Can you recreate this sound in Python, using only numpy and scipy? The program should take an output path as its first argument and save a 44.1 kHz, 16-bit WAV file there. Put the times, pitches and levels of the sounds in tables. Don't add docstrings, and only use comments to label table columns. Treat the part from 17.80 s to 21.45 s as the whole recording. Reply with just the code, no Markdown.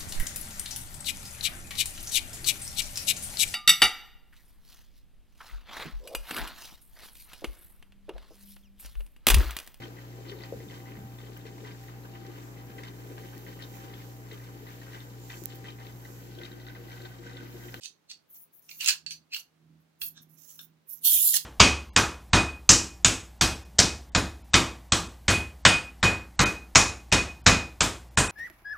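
import sys
import numpy as np
from scipy import signal
from scipy.fft import rfft, irfft, next_fast_len
from scipy.io import wavfile
from scipy.ndimage import uniform_filter1d, map_coordinates

SR = 44100
rng = np.random.default_rng(int(sys.argv[2]) if len(sys.argv) > 2 else 0)


def transcribe(u):
    v = np.clip(np.atleast_2d(u).T, -1, 1)
    q = np.round(v * 32767).astype(np.int16)
    wavfile.write(sys.argv[1], SR, q)


N = 160965


def amp(db):
    return 10 ** (np.asarray(db) / 20)


def unit(x):
    return x / np.sqrt(np.mean(x ** 2) + 1e-20)


def along(points, hz):
    point_hz, values = np.transpose(points)
    return np.interp(np.log(hz + 1), np.log(point_hz + 1), values)


def levels(rows, outside=None):
    time_s, *columns = np.transpose(rows)
    t = np.arange(N) / SR
    return [amp(np.interp(t, time_s, column, outside, outside)) for column in columns]


def wobble(rate, size=N):
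    knots = rng.standard_normal(size // 4)
    return map_coordinates(knots, [np.arange(size) * min(rate / SR, 1 / 5)], mode='wrap')


def pan(db):
    return unit(amp([[db / 2], [-db / 2]]))


def filtered(x, response):
    size = x.shape[-1]
    padded = next_fast_len(size + 4096)
    spectrum = rfft(x, padded) * response(np.fft.rfftfreq(padded, 1 / SR))
    return irfft(spectrum, padded)[..., :size]


def causal(db):
    cepstrum = irfft(np.log(amp(db)))
    half = len(cepstrum) // 2
    cepstrum[1:half] *= 2
    cepstrum[half + 1:] = 0
    return np.exp(rfft(cepstrum))


def resonance(f, hz, width):
    return 1j * f * width / (hz * hz - f * f + 1j * f * width)


def noise(spectrum):
    return unit(filtered(rng.standard_normal((2, N)), lambda f: amp(along(spectrum, f))))


def friction(colour, streak_db, rough, slip_rate):
    slips = rng.standard_normal((2, N)) * np.exp(rough * wobble(slip_rate))
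    f, t, z = signal.stft(slips, SR, nperseg=512)
    field = rng.standard_normal(z.shape[1:]) + .5 * rng.standard_normal(z.shape)
    field = uniform_filter1d(uniform_filter1d(field, size=3, axis=1), size=9, axis=2)
    streaks = amp(streak_db * unit(field))
    return unit(signal.istft(z * colour(f[:, None], t) * streaks, nperseg=512)[1][:, :N])


def shaped(spectrum):
    return lambda f, t: amp(along(spectrum, f))


# freq_hz, t60_s
ROOM_DECAY = [(300, 0.39), (2000, 0.16), (5000, 0.18), (9000, 0.16), (15000, 0.15)]
ROOM_BUILD_S = 0.0013


def room(x):
    f, t, z = signal.stft(rng.standard_normal((2, SR // 3)), SR, nperseg=256)
    decay = amp(-60 * t / along(ROOM_DECAY, f)[:, None])
    tail = signal.istft(z * decay, SR, nperseg=256)[1]
    tail = tail * (1 - np.exp(-np.arange(tail.shape[1]) / SR / ROOM_BUILD_S))
    tail = tail / np.linalg.norm(tail[0])
    return signal.fftconvolve(np.atleast_2d(x), tail, axes=1)[:, :x.shape[-1]]


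# peak_s, level_db
HUM_SWELLS = [(1.02, -72.5), (1.321, -66), (1.92, -61), (2.298, -67.5), (2.491, -62.5), (2.88, -66),
              (3.34, -62.5), (3.58, -68.5)]
# freq_hz, gain_db
DRONE_COLOUR = [(60, -32.5), (130, 4.5), (220, 10), (340, 7), (450, -25), (900, -54)]
# freq_hz, gain_db
ROOM_NOISE_COLOUR = [(25, -30.5), (50, -10.5), (80, 0.5), (200, 4.5), (350, 4), (550, 0), (1500, -4),
                     (4000, -9.5), (9000, -18.5), (15500, -17.5)]
SWELL_S, HUM_REST_DB, HUM_PAN_DB = 0.12, -82, -3.5
HUM_HZ, HUM_WANDER_HZ, SUBHUM_DB, DRONE_DB = 158.8, 0.6, -16, -6.5
FLOOR_DB, FLOOR_SIDE_DB = -74.5, -1


def background():
    t = np.arange(N) / SR
    swells = sum(amp(db) * np.exp(-((t - s) / SWELL_S) ** 2) for s, db in HUM_SWELLS)
    phase = 2 * np.pi * np.cumsum(HUM_HZ + HUM_WANDER_HZ * wobble(3.6)) / SR
    tone = unit(np.sin(phase))
    drone = amp(DRONE_DB) * noise(DRONE_COLOUR)[0]
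    lower_octave = amp(SUBHUM_DB + 3.5 * wobble(3.5)) * np.sin(phase / 2)
    hum = (amp(HUM_REST_DB) + swells) * (tone + drone + lower_octave)
    mid, side = amp(FLOOR_DB) * noise(ROOM_NOISE_COLOUR)
    return hum * pan(HUM_PAN_DB) + mid + amp(FLOOR_SIDE_DB) * np.array([side, -side])


# start_s, hold_s, level_db, left_minus_right_db, rub_db (relative to the skin)
FINGER_STROKES = [(.505, 0.135, -49.5, 2, -26), (0.552, 0.019, -59, -5, -5), (0.735, 0.063, -55, 5.5, -24),
                  (0.824, 0.083, -61.5, 3, -10), (0.907, 0.2, -48, 2, -12), (1.538, 0.069, -47, -3, -7),
                  (2.004, 0.018, -70.5, 8, -20), (2.218, 0.028, -32, -4, -22.5),
                  (2.258, 0.029, -34.5, -5.5, -21.5), (2.422, 0.011, -54.5, -1, -16),
                  (2.498, 0.061, -61, -13.5, -18), (2.58, 0.14, -54.5, -14.5, -9),
                  (2.689, 0.074, -51, -3, -10.5), (2.781, 0.067, -49.5, -14.5, -17),
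                  (3.094, 0.047, -34.5, -9.5, -29.5), (3.13, 0.061, -55.5, -12, -12.5)]
# freq_hz, gain_db
SKIN_COLOUR = [(6000, -43.5), (8800, -22), (9600, -3), (10400, -11), (11400, -1), (13000, 0.5), (15600, 0)]
# freq_hz, gain_db
RUB_COLOUR = [(1200, -15), (4600, -9.5), (5500, -0.5), (6200, 4.5), (6900, 1), (7800, 0), (8500, -26.5),
              (12000, -33.5)]
BRUSH_ATTACK_S, BRUSH_RELEASE_S = 0.0066, 0.0062


def fingers():
    t, x = np.arange(N) / SR, np.zeros((2, N))
    skin = friction(shaped(SKIN_COLOUR), streak_db=6.0, rough=0.28, slip_rate=1800)
    rub = friction(shaped(RUB_COLOUR), streak_db=3, rough=.4, slip_rate=800)
    for s, hold_s, db, pan_db, rub_db in FINGER_STROKES:
        rise = np.maximum(s - t, 0) / BRUSH_ATTACK_S
        fall = np.maximum(t - s - hold_s, 0) / BRUSH_RELEASE_S
        x += amp(db) * np.exp(-rise - fall) * pan(pan_db) * (skin + amp(rub_db) * rub)
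    return x + amp(-7.0) * room(x)


# time_s, level_db
GRIND_LEVEL = [(.995, -66.5), (1.008, -41.5), (1.037, -34.5), (1.055, -40.5), (1.075, -29), (1.112, -38.5),
               (1.13, -62.5)]
# freq_hz, gain_db
GRIND_SPECTRUM = [(80, -72), (800, -28), (1300, -12.5), (2200, -6.5), (2650, 11.5), (3300, -11), (4250, 3),
                  (5200, -7.5), (7000, -6.5), (9000, -10)]
GRIND_PAN_DB = 2


def grind():
    level, = levels(GRIND_LEVEL, -np.inf)
    x = level * friction(shaped(GRIND_SPECTRUM), streak_db=3, rough=.5, slip_rate=1200)
    x = x * pan(GRIND_PAN_DB)
    return x + amp(3.0) * room(x)


CRACK_S, CHATTER_ROUGH, LEFT_LAG_S = 0.0026, 0.33, .0001
CLICK_GAIN_DB, CLICK_ROOM_DB = 20, -2


def contact(body, s, db, chatter_s, pan_db):
    size, lead = 16384, 2048
    t, f = (np.arange(size) - lead) / SR, np.fft.rfftfreq(size, 1 / SR)
    envelope = np.exp(-np.abs(t) / np.where(t < 0, max(chatter_s, 1 / SR), CRACK_S))
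    force = envelope * rng.standard_normal(size) * np.exp(CHATTER_ROUGH * wobble(3000, size=size))
    force /= np.linalg.norm(force)
    force[lead] += 0.5 * CRACK_S / (CRACK_S + chatter_s)
    hit = rfft(force) * body(f)
    hit *= amp(db + CLICK_GAIN_DB) / np.linalg.norm(irfft(hit))
    ears = np.exp(1j * np.pi * f * LEFT_LAG_S * np.array([[-1], [1]]))
    direct = pan(pan_db) * irfft(hit * ears)
    reflected = amp(CLICK_ROOM_DB) * pan(pan_db / 2) * room(irfft(hit))
    out, start = np.zeros((2, N + 2 * size)), max(round(s * SR), 0)
    out[:, start:start + size] = direct + reflected
    return out[:, lead:lead + N]


TREBLE_EDGE_HZ = 9140
# hit_s, level_db (before the click gain), chatter_s (rise before the hit), left_minus_right_db
COLLAR_TAPS = [(2.379, -43.5, 0.013, -2), (2.393, -60, 0.0012, 9), (2.7926, -38, .001, 9)]
# freq_hz, width_hz, gain_db
COLLAR_MODES = [(1625, 127, 0.5), (3640, 300, 8), (5570, 310, 0), (6120, 210, -3)]


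def taps():
    def collar(f):
        modes = sum(amp(db) * resonance(f, hz, width) for hz, width, db in COLLAR_MODES)
        return modes / (1 + (f / TREBLE_EDGE_HZ) ** 10)
    return sum(contact(collar, s, db, chatter_s, pan_db) for s, db, chatter_s, pan_db in COLLAR_TAPS)


# freq_hz, gain_db
CRACK_COLOUR = [(100, -55), (750, -34.5), (1150, -23), (1600, -12), (2150, -10), (2700, -1.5), (4300, -0.5),
                (7300, -3.5), (9500, -8.5), (11000, -15), (15500, -12)]
# freq_hz, width_hz, gain_db
TUBE_MODES = [(1663, 24, 6), (2670, 40, 6), (4168, 24, 10), (4307, 40, 13), (4540, 40, 13), (6050, 30, 5)]
BASS_EDGE_HZ, KNOCK_WIDTH_HZ, SECOND_KNOCK_DB = 2000, 120, -11.5


def joint(f, bass_db, treble_db, knock_hz, second_hz, knock_db, ring_db):
    tube = sum(amp(db) * resonance(f, hz, width) for hz, width, db in TUBE_MODES)
    bass = 1 / (1 + (f / BASS_EDGE_HZ) ** 8)
    treble = 1 - 1 / (1 + (f / TREBLE_EDGE_HZ) ** 20)
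    crack = causal(along(CRACK_COLOUR, f) + bass_db * bass + treble_db * treble)
    second_knock = amp(SECOND_KNOCK_DB) * resonance(f, second_hz, 2 * KNOCK_WIDTH_HZ)
    knock = resonance(f, knock_hz, KNOCK_WIDTH_HZ) + second_knock
    return crack * (1 + amp(knock_db) * knock + amp(ring_db) * tube)


# hit_s, level_db (before the click gain), chatter_s (rise before the hit), left_minus_right_db,
# bass_db, treble_db, knock_hz, second_knock_hz, knock_db, tube_ring_db
JOINT_CLICKS = [(0.0346, -40, 0.00017, -19, -19, -18, 3700, 7260, -6, -24),
                (0.055, -35.5, 0.027, -4, -13, -4, 2560, 4330, -1, -26),
                (0.058, -33.5, 0.0015, -13, -1, -2, 6180, 4570, 21, -17),
                (.304, -37, 0.0056, -0.5, -10, -3, 4300, 6200, 19, -18),
                (0.315, -36.5, 0.003, -4, -1, -7, 4500, 2600, 7, -1),
                (0.894, -41.5, 0.0026, -13, 4, -17, 2630, 5600, 21, -19),
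                (0.913, -40, 0.00033, -4, -7.5, -28, 2440, 4260, 29, -17),
                (1.012, -26, 0.0061, -16, -2, 1, 2800, 6000, 17, -6),
                (1.045, -29, .0003, -20, -18, 1, 2560, 5840, 3, -14),
                (1.061, -22.5, 0.00068, -9, -11, -6, 2687, 6315, 1, -12),
                (1.0759, -19, 0.00026, -1, 2, 4, 2660, 7370, -2, -22),
                (1.0829, -17, 0.00054, 7, 2, 0, 3563, 6893, 9, -7),
                (1.0872, -14, 0.0015, -5, 5.5, -1, 4200, 2635, 0.5, 1),
                (1.093, -21, 0.00033, -20, 15, 8, 2843, 1675, -1, 4),
                (1.097, -23, .0004, 3, 2.5, -2, 1726, 6640, 11.5, -8.5),
                (1.1054, -25, .0005, -7.5, 5, -3.5, 4330, 1601, 16.5, -9),
                (1.2638, -29.5, 0.00028, -11, -4, -13, 4400, 2730, 2, 8),
                (1.308, -31.5, 0.00028, -1.5, -11, -4, 4260, 2510, 25, -4),
                (1.324, -32, 0.013, -0.5, 0, 5.5, 2500, 4200, 1, 7),
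                (1.538, -26.5, 0.0069, 1, -1.5, -16, 2570, 4210, 34.5, -18),
                (1.545, -24.5, 0.00077, -0.5, -6, -23.5, 2770, 4300, 35.5, -17.5),
                (1.566, -31, 0.0035, -4, 11, 2, 2830, 4550, 13.5, -7.5),
                (2.2152, -34, .0008, -7.5, 8.5, -3, 2634, 1615, 14.5, -24.5),
                (2.2182, -30, 0.00078, -4.5, 8.5, 7, 3320, 4300, 9.5, -2),
                (3.5409, -22, 0.000064, -19, 5, -12, 6350, 1800, 25, -13),
                (3.551, -26, 0.0004, -14, 8.5, 22.5, 1780, 5650, 17, -27),
                (3.5679, -23, 0.00028, -4.5, 6.5, 0.5, 4330, 7600, 11.5, -32)]


def clicks():
    x = np.zeros((2, N))
    for s, db, chatter_s, pan_db, *timbre in JOINT_CLICKS:
        x += contact(lambda f: joint(f, *timbre), s, db, chatter_s, pan_db)
    return x


# time_s, hiss_level_db, rasp_level_db
SLIDE_LEVELS = [(3.21, -59, -74), (3.232, -46, -55), (3.25, -19, -27.5), (3.3, -19, -32),
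                (3.345, -18.5, -32.5), (3.405, -22.5, -36), (3.47, -20, -36.5), (3.53, -26.5, -32.5),
                (3.57, -20, -23.5), (3.582, -45, -69), (3.65, -53, -59)]
# freq_hz, gain_db
HISS_COLOUR = [(3000, -56), (8000, -9), (8950, -14.5), (9450, 3.5), (10000, -1), (10600, 3.5), (12500, 3),
               (14500, 7), (15800, -7)]
# freq_hz, gain_db
RASP_COLOUR = [(1900, -30), (2400, -24), (2750, -4), (4300, 0), (5100, -4.5), (5700, 0.5), (6400, -5),
               (6850, 4), (7300, 4), (8100, -1), (9200, -21), (12000, -28)]
# time_s, shift_octaves
RASP_PITCH = [(3.26, 0.036), (3.32, -0.028), (3.375, -0.19), (3.43, 0.033)]
SLIDE_PAN_DB, SLIDE_ROOM_DB = -3.5, -7
BEND_START_HZ, BEND_OCTAVES_PER_S, BEND_WIDTH_HZ, BEND_DB = 3530, -1.6, 490, -8.5
BEND_END_S, BEND_FADE_S = 3.385, .025


def slide():
    def shifting(f, t):
        octaves = np.interp(t, *np.transpose(RASP_PITCH))
        return amp(along(RASP_COLOUR, f / 2 ** octaves))

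    def bend(f, t):
        elapsed_s = np.maximum(t - SLIDE_LEVELS[0][0], 0)
        bend_hz = BEND_START_HZ * 2 ** (BEND_OCTAVES_PER_S * elapsed_s)
        return np.abs(resonance(f, bend_hz, BEND_WIDTH_HZ)) ** 2

    hiss, rasp = levels(SLIDE_LEVELS, -np.inf)
    x = hiss * friction(shaped(HISS_COLOUR), streak_db=3.8, rough=.25, slip_rate=1500)
    x += rasp * friction(shifting, streak_db=5, rough=.45, slip_rate=500)
    fade = np.exp(-np.maximum(np.arange(N) / SR - BEND_END_S, 0) / BEND_FADE_S)
    x += fade * rasp * amp(BEND_DB) * friction(bend, streak_db=3, rough=.3, slip_rate=500)
    x *= pan(SLIDE_PAN_DB) * amp(0.24 * wobble(150))
    return x + amp(SLIDE_ROOM_DB) * room(x)


def scene():
    return clicks() + taps() + grind() + slide() + fingers() + background()


# freq_hz, left_minus_right_db
MICROPHONE_BALANCE = [(2500, -2), (4200, -4), (7500, -6), (12500, -1)]
TOP_HZ = 16050


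def record(dry):
    halves = np.array([[.5], [-.5]])
    coloured = filtered(dry, lambda f: amp(along(MICROPHONE_BALANCE, f) * halves))
    return filtered(coloured, lambda f: np.clip((TOP_HZ - f) / 200 + .5, 0, 1))


dry = scene()
out = record(dry)
transcribe(out)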